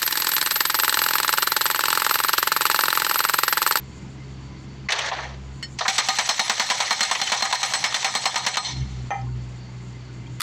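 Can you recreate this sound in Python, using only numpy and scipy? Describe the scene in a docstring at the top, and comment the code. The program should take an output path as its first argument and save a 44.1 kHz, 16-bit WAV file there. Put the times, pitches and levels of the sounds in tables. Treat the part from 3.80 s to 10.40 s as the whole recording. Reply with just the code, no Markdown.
"""A hydraulic breaker on a small excavator hammers a concrete slab, about ten blows a second.
Each blow cracks the concrete (noise burst) and rings the steel chisel (damped modes). Chisel and rubble
knock, boom pins clink and clunk, and a noise rumble stands for rubble and returns from trees.
Behind it: diesel drone, fan and hydraulic hiss, ticking panels. A limiter ducks the blows, bass most."""
import sys
import numpy as np
from scipy import signal
from scipy.fft import rfft, irfft
from scipy.io import wavfile
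from scipy.ndimage import uniform_filter1d

SR = 44100
rng = np.random.default_rng(int(sys.argv[2]) if len(sys.argv) > 2 else 0)


def store_pcm(level_fs):
    """Save levels as 16-bit WAV."""
    pcm = np.round(np.clip(level_fs, -1, 1) * 32767).astype(np.int16)
    wavfile.write(sys.argv[1], SR, np.atleast_2d(pcm).T)


N = 291060

# fan and hydraulics: freq_hz, density_db
HISS_SPECTRUM = [(210, -26.5), (350, 0.5), (411, 0), (460, -3.5), (615, -6), (906, -5.5), (1620, -9.5),
                 (2710, -11.5), (2940, -11.5), (4620, -16), (5980, -18), (7020, -24.5), (9690, -65),
                 (15500, -77), (16500, -60)]
# time_s, level_db
HISS_CURVE = [(0, -50), (1.6, -50), (1.95, -51.5), (5.0, -50.5), (5.29, -48), (5.33, -49.5), (5.54, -53.5),
              (5.56, -49.5), (6.6, -50.5)]
# pitch_hz, width_hz, level_re_hiss_db
HISS_WHISTLES = [(980, 19, -43), (2080, 81, -14), (2770, 37, -27), (4510, 150, -13.5), (7040, 650, -13)]
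# diesel tones: time_s, firing_tone_db, second_harmonic_db
ENGINE_CURVE = [(0.0, -43, -42), (.3, -46, -42), (.7, -41, -39), (.76, -50, -42.5), (1.06, -44, -40),
                (1.45, -40, -40.5), (1.72, -37, -42), (1.78, -45, -41), (2.0, -45, -39.5), (3.3, -59, -48),
                (4.85, -50, -40), (5.03, -29, -24), (5.06, -35, -40.5), (5.2, -36.5, -29.5),
                (5.3, -46, -36), (5.53, -35, -26.5), (5.8, -47, -39), (6.6, -49, -35.5)]
# time_s, twice_firing_rate_hz
ENGINE_SPEED = [(0.0, 131.4), (0.09, 132.8), (0.64, 132.4), (0.77, 134.1), (1.1, 134.1), (1.34, 132.0),
                (1.86, 134.1), (2.02, 126.4), (2.09, 125.8), (4.83, 125.8), (5.04, 130.3), (5.22, 123.8),
                (5.27, 123.0), (6.6, 123.2)]
# weaker engine tones: firing_rate_multiple
ENGINE_ORDERS = [.5, 1.5, 3, 6.2, 15]
# per order: level_re_engine_base_db
ENGINE_ORDERS_DB = [-18.5, -41, -2.5, -12, -18]
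# exhaust noise: freq_hz, density_db
EXHAUST_SPECTRUM = [(12, -57), (20, -9.5), (43, -21), (76, -2), (124, -2), (168, -2), (335, -7),
                    (430, -30.5), (520, -50), (1060, -120)]
# rubble and tree returns, one curve for set-down, one for hammering: time_s, level_db
RUMBLE_CURVES = [
    [(1.08, -78), (1.09, -22), (1.15, -17), (1.29, -23), (1.31, -27.5), (1.42, -30), (1.55, -47),
     (1.65, -84)],
    [(1.97, -67), (1.99, -37.5), (2.07, -28), (2.12, -23.5), (4.4, -26.5), (4.84, -33), (4.85, -29.5),
     (4.925, -38.5), (4.95, -47), (5.03, -50.5), (5.3, -62.5), (5.4, -94)],
]
# boom pins take up slack, clink then clunk: start_s, level_db
PIN_HITS = [(1.827, -28), (5.306, -20)]
# first pin: pitch_hz, level_db, t60_s
PIN_CLINK_MODES = [(1857, -4.5, 0.048), (2130, -8.5, .05), (3027, -1, 0.051), (4370, -2.5, 0.053),
                   (5330, -3, 0.093), (6940, -11, 0.037), (7680, -13, .04), (9570, -26, .04)]
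# second pin: pitch_hz, level_db, t60_s
PIN_CLUNK_MODES = [(796, 6.5, 0.15), (912, -1.5, .08), (1278, -7, 0.082), (1820, -2, 0.039),
                   (2046, -11, .1), (2400, -8.5, 0.059), (3110, -14, 0.03), (6148, -16, .08)]
# a shard pings: start_s, level_db
SHARD_HITS = [(3.47, -14)]
# pitch_hz, level_db, t60_s
SHARD_PING_MODES = [(3053, 1.5, 0.069), (3360, -16, .05)]
# chisel and housing modes: pitch_hz
CHISEL_MODES_HZ = [781, 908, 995, 1233, 1850, 2143, 2250, 3110, 3515, 3770, 4180, 4320, 5287, 5680, 6060,
                   6915, 7318, 7988, 9900, 11880, 12300]
# per mode: level_db, t60_s
CHISEL_RINGS = [(-5, 0.088), (-11.5, 0.1), (-9.5, 0.082), (-9.5, 0.13), (-7, 0.04), (-11, 0.11), (-9, 0.09),
                (-10, .06), (-5.5, 0.027), (-11.5, 0.087), (-1.5, 0.094), (-8, 0.03), (-14.5, 0.17),
                (-15.5, 0.06), (-10.5, 0.12), (-16.5, 0.045), (-17, 0.081), (-11.5, 0.1), (-24.5, 0.034),
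                (-34.5, 0.077), (-44, 0.039)]
# steel ringing swells again just after the last blow: start_s, level_db
LATE_STEEL_RING = [(4.848, -19.5)]
# breaking concrete: freq_hz, density_db
CRACK_SPECTRUM = [(88, -62), (150, -17), (201, -44), (409, -18), (767, -6), (1500, -7), (1860, 0),
                  (2500, -5), (4250, -2), (4970, -7.5), (6050, -3), (7810, -18.5), (11400, -46.5),
                  (15300, -62), (16500, -42)]
# slab thud: pitch_hz, level_db, t60_s
SLAB_MODES = [(222.3, -16, 0.053)]
# loose chisel and rubble: start_s, level_db, low_colour_db, high_colour_db
LOOSE_KNOCKS = [(1.086, 3.5, -18, -35), (1.104, -4.5, -1.5, -10), (1.12, 6.5, -7.5, -15),
                (1.187, -2, -13, -11), (1.258, -11, -11, -14), (1.314, -4, 5.5, -66), (1.384, -11, -4, -63),
                (1.987, -3.5, -26, -19), (2.007, -1.5, -2, -25), (2.051, -3, 3, -43),
                (2.658, -8.5, -14, -28), (3.125, -2, -33, -12), (3.228, 0, -15, -6), (3.249, -8, -41, -10),
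                (3.349, -3, -14, -17), (3.471, 0, -53, -22), (3.651, -2.5, -2, -11), (3.751, 0, -28, -18),
                (3.859, -12, -24, -6), (4.277, -12, 0, -35), (4.59, -15, 0, -29), (4.74, -4, -37, -25)]
# rebound after a blow, valve tick before: offset_s, level_db, low_colour_db, high_colour_db, t60_s
BLOW_CONTACTS = [(0.0197, -21.5, -11, 2, 0.083), (-0.0142, -13, -3, -14, 0.038)]
# start_s, level_db, low_colour_db, crack_t60_s
PISTON_BLOWS = [(2.08, 1, -19, 0.12), (2.181, 4, -8, 0.11), (2.286, 3, -13, 0.062), (2.386, 1, -9, 0.11),
                (2.49, 2, -7.5, 0.092), (2.594, 3, -5.5, 0.057), (2.696, 2, -7, 0.1),
                (2.796, 0, -6.5, 0.099), (2.9, -1.5, -5.5, 0.12), (3.002, -4, -3, 0.14),
                (3.107, 0, -1, 0.068), (3.207, 1.5, -13, 0.058), (3.312, -0.5, -1.5, 0.074),
                (3.415, -2, -19, 0.059), (3.519, -2, 0, 0.12), (3.623, -1.5, -7.5, 0.055),
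                (3.726, -1, -1.5, 0.061), (3.83, -3.5, -7.5, 0.091), (3.936, -3.5, -7, 0.11),
                (4.04, -1.5, -7, 0.11), (4.143, -4.5, -10, 0.11), (4.245, -1, -6.5, 0.097),
                (4.351, -2.5, -4.5, .055), (4.455, -0.5, -1.5, 0.096), (4.558, -4, -14, 0.073),
                (4.664, -0.5, -12, 0.091), (4.77, -2.5, -4, 0.068)]
# microphone resonance: centre_hz, width_hz, added_band_db
CAPSULE_PEAK = (14900, 1200, 9)

ENGINE_BASE_DB = -47
RATTLES_PER_S, RATTLE_DB, RATTLE_T60_CYCLES = 14, -56, 110
RUMBLE_FULL_DB, RUMBLE_DB_PER_OCT, STEEL_GROWTH_DB_PER_S = -24, -3.85, 2
BLOW_HIGH_COLOUR_DB, KNOCK_T60_S, LATE_T60_RATIO = -15.5, .065, 1.3
LIMIT_DB, LIMIT_DB_PER_DB = -31, 0.47
BASS_HZ, DUCK_DB, DUCK_DB_PER_DB, DUCK_MAX_DB = 410, -36, 0.56, 33
CLIP_HEIGHT, CUTOFF_HZ = 0.71, 17000


def from_db(db):
    """Decibels to gain."""
    return 10 ** (np.asarray(db) / 20)


def unit_rms(x):
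    """Scale to rms 1."""
    return x / np.sqrt(np.mean(x ** 2) + 1e-20)


def curves(rows):
    """Columns of a time table at every sample."""
    time_s, *columns = np.transpose(rows)
    return [np.interp(np.arange(N) / SR, time_s, column) for column in columns]


def butter(x, order, edge_hz, kind="low"):
    """Causal Butterworth filter."""
    return signal.sosfilt(signal.butter(order, edge_hz, kind, fs=SR, output="sos"), x)


def drift(rate_hz):
    """Slow random wander, rms 1."""
    step = 40
    pole = np.exp(-2 * np.pi * step * rate_hz / SR)
    slow = signal.lfilter([1], [1, -2 * pole, pole * pole], rng.standard_normal(N // step + 2002))[2000:]
    return np.interp(np.arange(N) / step, np.arange(len(slow)), unit_rms(slow))


def ring(force, hz, t60_s):
    """Damped mode: a unit click rings a sine of height 1."""
    r, w = from_db(-60 / (t60_s * SR)), 2 * np.pi * hz / SR
    return signal.lfilter([0, np.sin(w)], [1, -2 * r * np.cos(w), r * r], force + 1e-18)


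def coloured_noise(spectrum):
    """Noise shaped to a spectrum, rms 1."""
    hz, db = np.transpose(spectrum)
    bins_hz = np.arange(1, N // 2 + 2) * SR / N
    gain = from_db(np.interp(np.log(bins_hz), np.log(hz), db))
    return unit_rms(irfft(rfft(rng.standard_normal(N)) * gain, N))


def narrow_noise(hz, width_hz):
    """Steep-sided noise round one pitch, rms 1."""
    t60_s = np.log(1000) / (np.pi * width_hz)
    return unit_rms(ring(ring(rng.standard_normal(N), hz, t60_s), hz, t60_s / 4))


def noise_bands(spectrum, low_hz, high_hz, count):
    """Centres and bands of coloured noise; neighbours independent, sum rms 1."""
    edges_hz = np.geomspace(low_hz, high_hz, count + 1)
    noises = [coloured_noise(spectrum), coloured_noise(spectrum)]
    bands = np.array([butter(noises[k % 2], 2, edges_hz[k:k + 2], "band") for k in range(count)])
    return np.sqrt(edges_hz[1:] * edges_hz[:-1]), bands / np.sqrt(np.mean(bands.sum(0) ** 2))


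def struck(hits, modes, scatter_db, contact_s, roughness):
    """Each hit drives every mode with a click plus decaying contact noise."""
    starts = np.array([round(hit[0] * SR) for hit in hits])
    hit_db = np.array(hits)[:, 1]
    pole = np.exp(-1 / (contact_s * SR))
    out = np.zeros(N)
    span = out[starts[0]:starts[-1] + SR // 2]
    for hz, db, t60_s in modes:
        clicks = np.zeros(len(span))
        clicks[starts - starts[0]] = from_db(hit_db + db + scatter_db * rng.standard_normal(len(hits)))
        contact = signal.lfilter([np.sqrt(1 - pole * pole)], [1, -pole], clicks)
        span += ring(clicks + roughness * contact * rng.standard_normal(len(span)), hz, t60_s)
    return out


def hiss():
    """Fan and hydraulic noise with faint wavering whistles."""
    noise = coloured_noise(HISS_SPECTRUM)
    whistles = sum(from_db(db + 3.2 * drift(11)) * narrow_noise(hz, width_hz)
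                   for hz, width_hz, db in HISS_WHISTLES)
    return from_db(curves(HISS_CURVE)[0]) * (noise + whistles)


def panel_rattles():
    """Loose panels tick at random: faint short rings at scattered pitches."""
    pitches_hz = np.geomspace(900, 5200, 12)
    panel = rng.integers(0, len(pitches_hz), N)
    onsets = rng.random(N) < RATTLES_PER_S / SR
    ticks = onsets * from_db(RATTLE_DB + 5.4 * np.minimum(rng.exponential(1, N), 3))
    rings = sum(ring(ticks * (panel == k), hz, RATTLE_T60_CYCLES / hz) for k, hz in enumerate(pitches_hz))
    return butter(rings, 4, 6000)


def diesel_engine():
    """Firing tone and its orders waver over exhaust noise."""
    firing_db, second_db = curves(ENGINE_CURVE)
    phase = np.pi * np.cumsum(curves(ENGINE_SPEED)[0]) / SR
    firing = from_db(firing_db + 0.56 * drift(3.1)) * np.sin(phase)
    second = from_db(second_db + 1.44 * drift(5.4)) * np.sin(2 * phase + 1)
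    tones = np.sqrt(2) * (firing + second)
    for order, db in zip(ENGINE_ORDERS, ENGINE_ORDERS_DB):
        tones += from_db(ENGINE_BASE_DB + db + 4.9 * drift(5.1)) * np.sin(order * phase + drift(8))
    exhaust = from_db(ENGINE_BASE_DB + 3 + 2.2 * drift(2.2)) * coloured_noise(EXHAUST_SPECTRUM)
    return tones + exhaust


def rumble():
    """Lumpy rubble noise and shaken chisel modes; fading, it dulls and steel outlasts rubble."""
    time_s = np.arange(N) / SR
    set_down, run = RUMBLE_CURVES
    level_db, = curves(set_down + run)
    hammering = time_s > run[0][0]
    fade_db = np.maximum(RUMBLE_FULL_DB - level_db, 0)
    # the floor holds the tilt constant while hammering
    tilt_db_per_oct = np.maximum(RUMBLE_DB_PER_OCT - .45 * fade_db, np.where(hammering, 2, -6.5))
    centres_hz, bands = noise_bands(CRACK_SPECTRUM, 189.5, 16900, count=14)
    lumps_db = 1.74 * drift(48)
    rubble, steel = np.zeros(N), np.zeros(N)
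    for hz, band in zip(centres_hz, bands):
        tree_loss_db = 9 * np.log2(max(hz / 8000, 1))   # trees return little top
        colour_db = tilt_db_per_oct * np.log2(hz / 2000) - tree_loss_db
        rubble += band * from_db(lumps_db + 1.63 * drift(36) + colour_db)
    for hz, (db, t60_s) in zip(CHISEL_MODES_HZ, CHISEL_RINGS):
        tilt_db = 4.5 * tilt_db_per_oct * np.log2(max(hz / 4500, 1))
        top_loss_db = 3.5 * fade_db * np.log2(max(hz / 6500, 1))
        steel += from_db(db + 3.4 * drift(15) + tilt_db - top_loss_db) * narrow_noise(hz, 6.6 / t60_s)
    steel_db = np.where(hammering, -4, -22) + np.minimum(0.47 * fade_db, 5)
    # steel takes over as the chisel sinks in
    first_s, last_s = PISTON_BLOWS[0][0], PISTON_BLOWS[-1][0]
    shift_db = STEEL_GROWTH_DB_PER_S * np.clip(time_s - first_s, 0, last_s - first_s)
    mix = from_db(-shift_db / 2) * rubble + from_db(steel_db + shift_db / 2) * unit_rms(steel)
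    return from_db(level_db) * mix


def boom_pins():
    """Pins take up slack: a blunt clink, then a soft greased clunk."""
    clink = struck(PIN_HITS[:1], PIN_CLINK_MODES, scatter_db=0, contact_s=0.011, roughness=2.3)
    clunk = struck(PIN_HITS[1:], PIN_CLUNK_MODES, scatter_db=0, contact_s=0.033, roughness=1.85)
    return butter(clink, 2, 10500) + butter(clunk, 4, 7500)


def shard_ping():
    """One shard rings briefly."""
    return struck(SHARD_HITS, SHARD_PING_MODES, scatter_db=0, contact_s=0.0079, roughness=1.3)


def chisel():
    """Steel rings at each blow and swells again just after the last, its middle modes ringing longer."""
    modes = [(hz, db, t60_s) for hz, (db, t60_s) in zip(CHISEL_MODES_HZ, CHISEL_RINGS)]
    late_modes = [(hz, db, LATE_T60_RATIO * t60_s) for hz, db, t60_s in modes if hz < 9000]
    driven = struck(PISTON_BLOWS, modes, scatter_db=3.5, contact_s=0.017, roughness=2.21)
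    late = struck(LATE_STEEL_RING, late_modes, scatter_db=2.1, contact_s=0.049, roughness=1.64)
    return from_db(-15.5) * driven + butter(late, 2, [2600, 5200], "band")


def cracks(noise, hits, rise_s, scatter_db, gain_db):
    """One noise burst per hit, each with its own colour; treble dies sooner."""
    centres_hz, bands = noise
    out, age_s = np.zeros(N), np.arange(SR // 8) / SR
    knots_hz = [350, 900, 1800, 6500, 10000]
    for start_s, db, low_db, high_db, t60_s in hits:
        knots_db = [-3, low_db + 10.5, 0, min(0.44 * (high_db + 19), 0), high_db + 25]
        colour_db = np.interp(np.log(centres_hz), np.log(knots_hz), knots_db)
        colour_db += scatter_db * rng.standard_normal(len(centres_hz))
        band_t60_s = np.maximum(t60_s * (centres_hz[:, None] / 2000) ** -.35, .005)
        decay = from_db(db + gain_db + colour_db[:, None] - 60 * age_s / band_t60_s)
        attack = 1 - np.exp(-age_s / rise_s)
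        span = slice(round(start_s * SR), round(start_s * SR) + len(age_s))
        out[span] += (decay * bands[:, span]).sum(0) * attack
    return out


def breaker_impacts():
    """Blows crack the concrete and thud the slab, amid rebounds, valve ticks and loose knocks."""
    noise = noise_bands(CRACK_SPECTRUM, 200.5, 17480, count=16)
    blows = [(*blow, BLOW_HIGH_COLOUR_DB, t60_s) for *blow, t60_s in PISTON_BLOWS]
    knocks = [(*knock, KNOCK_T60_S) for knock in LOOSE_KNOCKS]
    contacts = []
    for offset_s, *sound in BLOW_CONTACTS:
        for blow in PISTON_BLOWS[:-1] if offset_s > 0 else PISTON_BLOWS[1:]:   # only between blows
            contacts.append((blow[0] + offset_s + rng.normal(0, 0.0027), *sound))
    return (cracks(noise, blows, rise_s=0.00053, scatter_db=0, gain_db=-1.5)
            + cracks(noise, knocks, rise_s=0.0042, scatter_db=4.5, gain_db=-5)
            + cracks(noise, contacts, rise_s=0.00076, scatter_db=0.5, gain_db=-1.5)
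            + struck(PISTON_BLOWS, SLAB_MODES, scatter_db=1.5, contact_s=.01, roughness=.3))


def treble_excess_db(x, threshold_db, ahead_s, release_db_per_s):
    """Level above 500 Hz in excess of a threshold, with peak hold and look-ahead."""
    power = uniform_filter1d(butter(x, 2, 500, "high") ** 2, size=200)
    level_db = 10 * np.log10(np.abs(power) + 1e-12)
    ramp_db = release_db_per_s * np.arange(N) / SR
    held_db = np.maximum.accumulate(level_db + ramp_db, axis=-1) - ramp_db
    ahead = round(ahead_s * SR)
    return uniform_filter1d(np.maximum(held_db - threshold_db, 0), 2 * ahead, origin=-ahead)


def limiter(x):
    """Gain dips just ahead of loud treble, then recovers; bass dips further."""
    bass = signal.sosfiltfilt(signal.butter(3, BASS_HZ, fs=SR, output="sos"), x, padlen=SR // 10)
    duck_db = DUCK_DB_PER_DB * treble_excess_db(x, DUCK_DB, ahead_s=0.006, release_db_per_s=206)
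    limit_db = LIMIT_DB_PER_DB * treble_excess_db(x, LIMIT_DB, ahead_s=0.0083, release_db_per_s=167)
    return (x - bass) * from_db(-limit_db) + bass * from_db(-np.minimum(duck_db, DUCK_MAX_DB))


def scene():
    """Mono mix of breaker and background."""
    breaker = breaker_impacts() + chisel() + shard_ping() + boom_pins() + rumble()
    breaker = butter(breaker, 4, 165, "high")   # small parts radiate no deep bass
    return (breaker + diesel_engine() + hiss() + panel_rattles())[None]


def record(dry):
    """Limiter, soft clip, capsule resonance, steep low-pass."""
    clipped = CLIP_HEIGHT * np.tanh(limiter(dry) / CLIP_HEIGHT)
    hz, width_hz, db = CAPSULE_PEAK
    resonance = signal.lfilter(*signal.iirpeak(hz, hz / width_hz, fs=SR), clipped)
    low_pass = signal.cheby2(12, 70, CUTOFF_HZ, fs=SR, output="sos")
    return signal.sosfilt(low_pass, clipped + from_db(db) * resonance)


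dry = scene()
out = record(dry)
store_pcm(out)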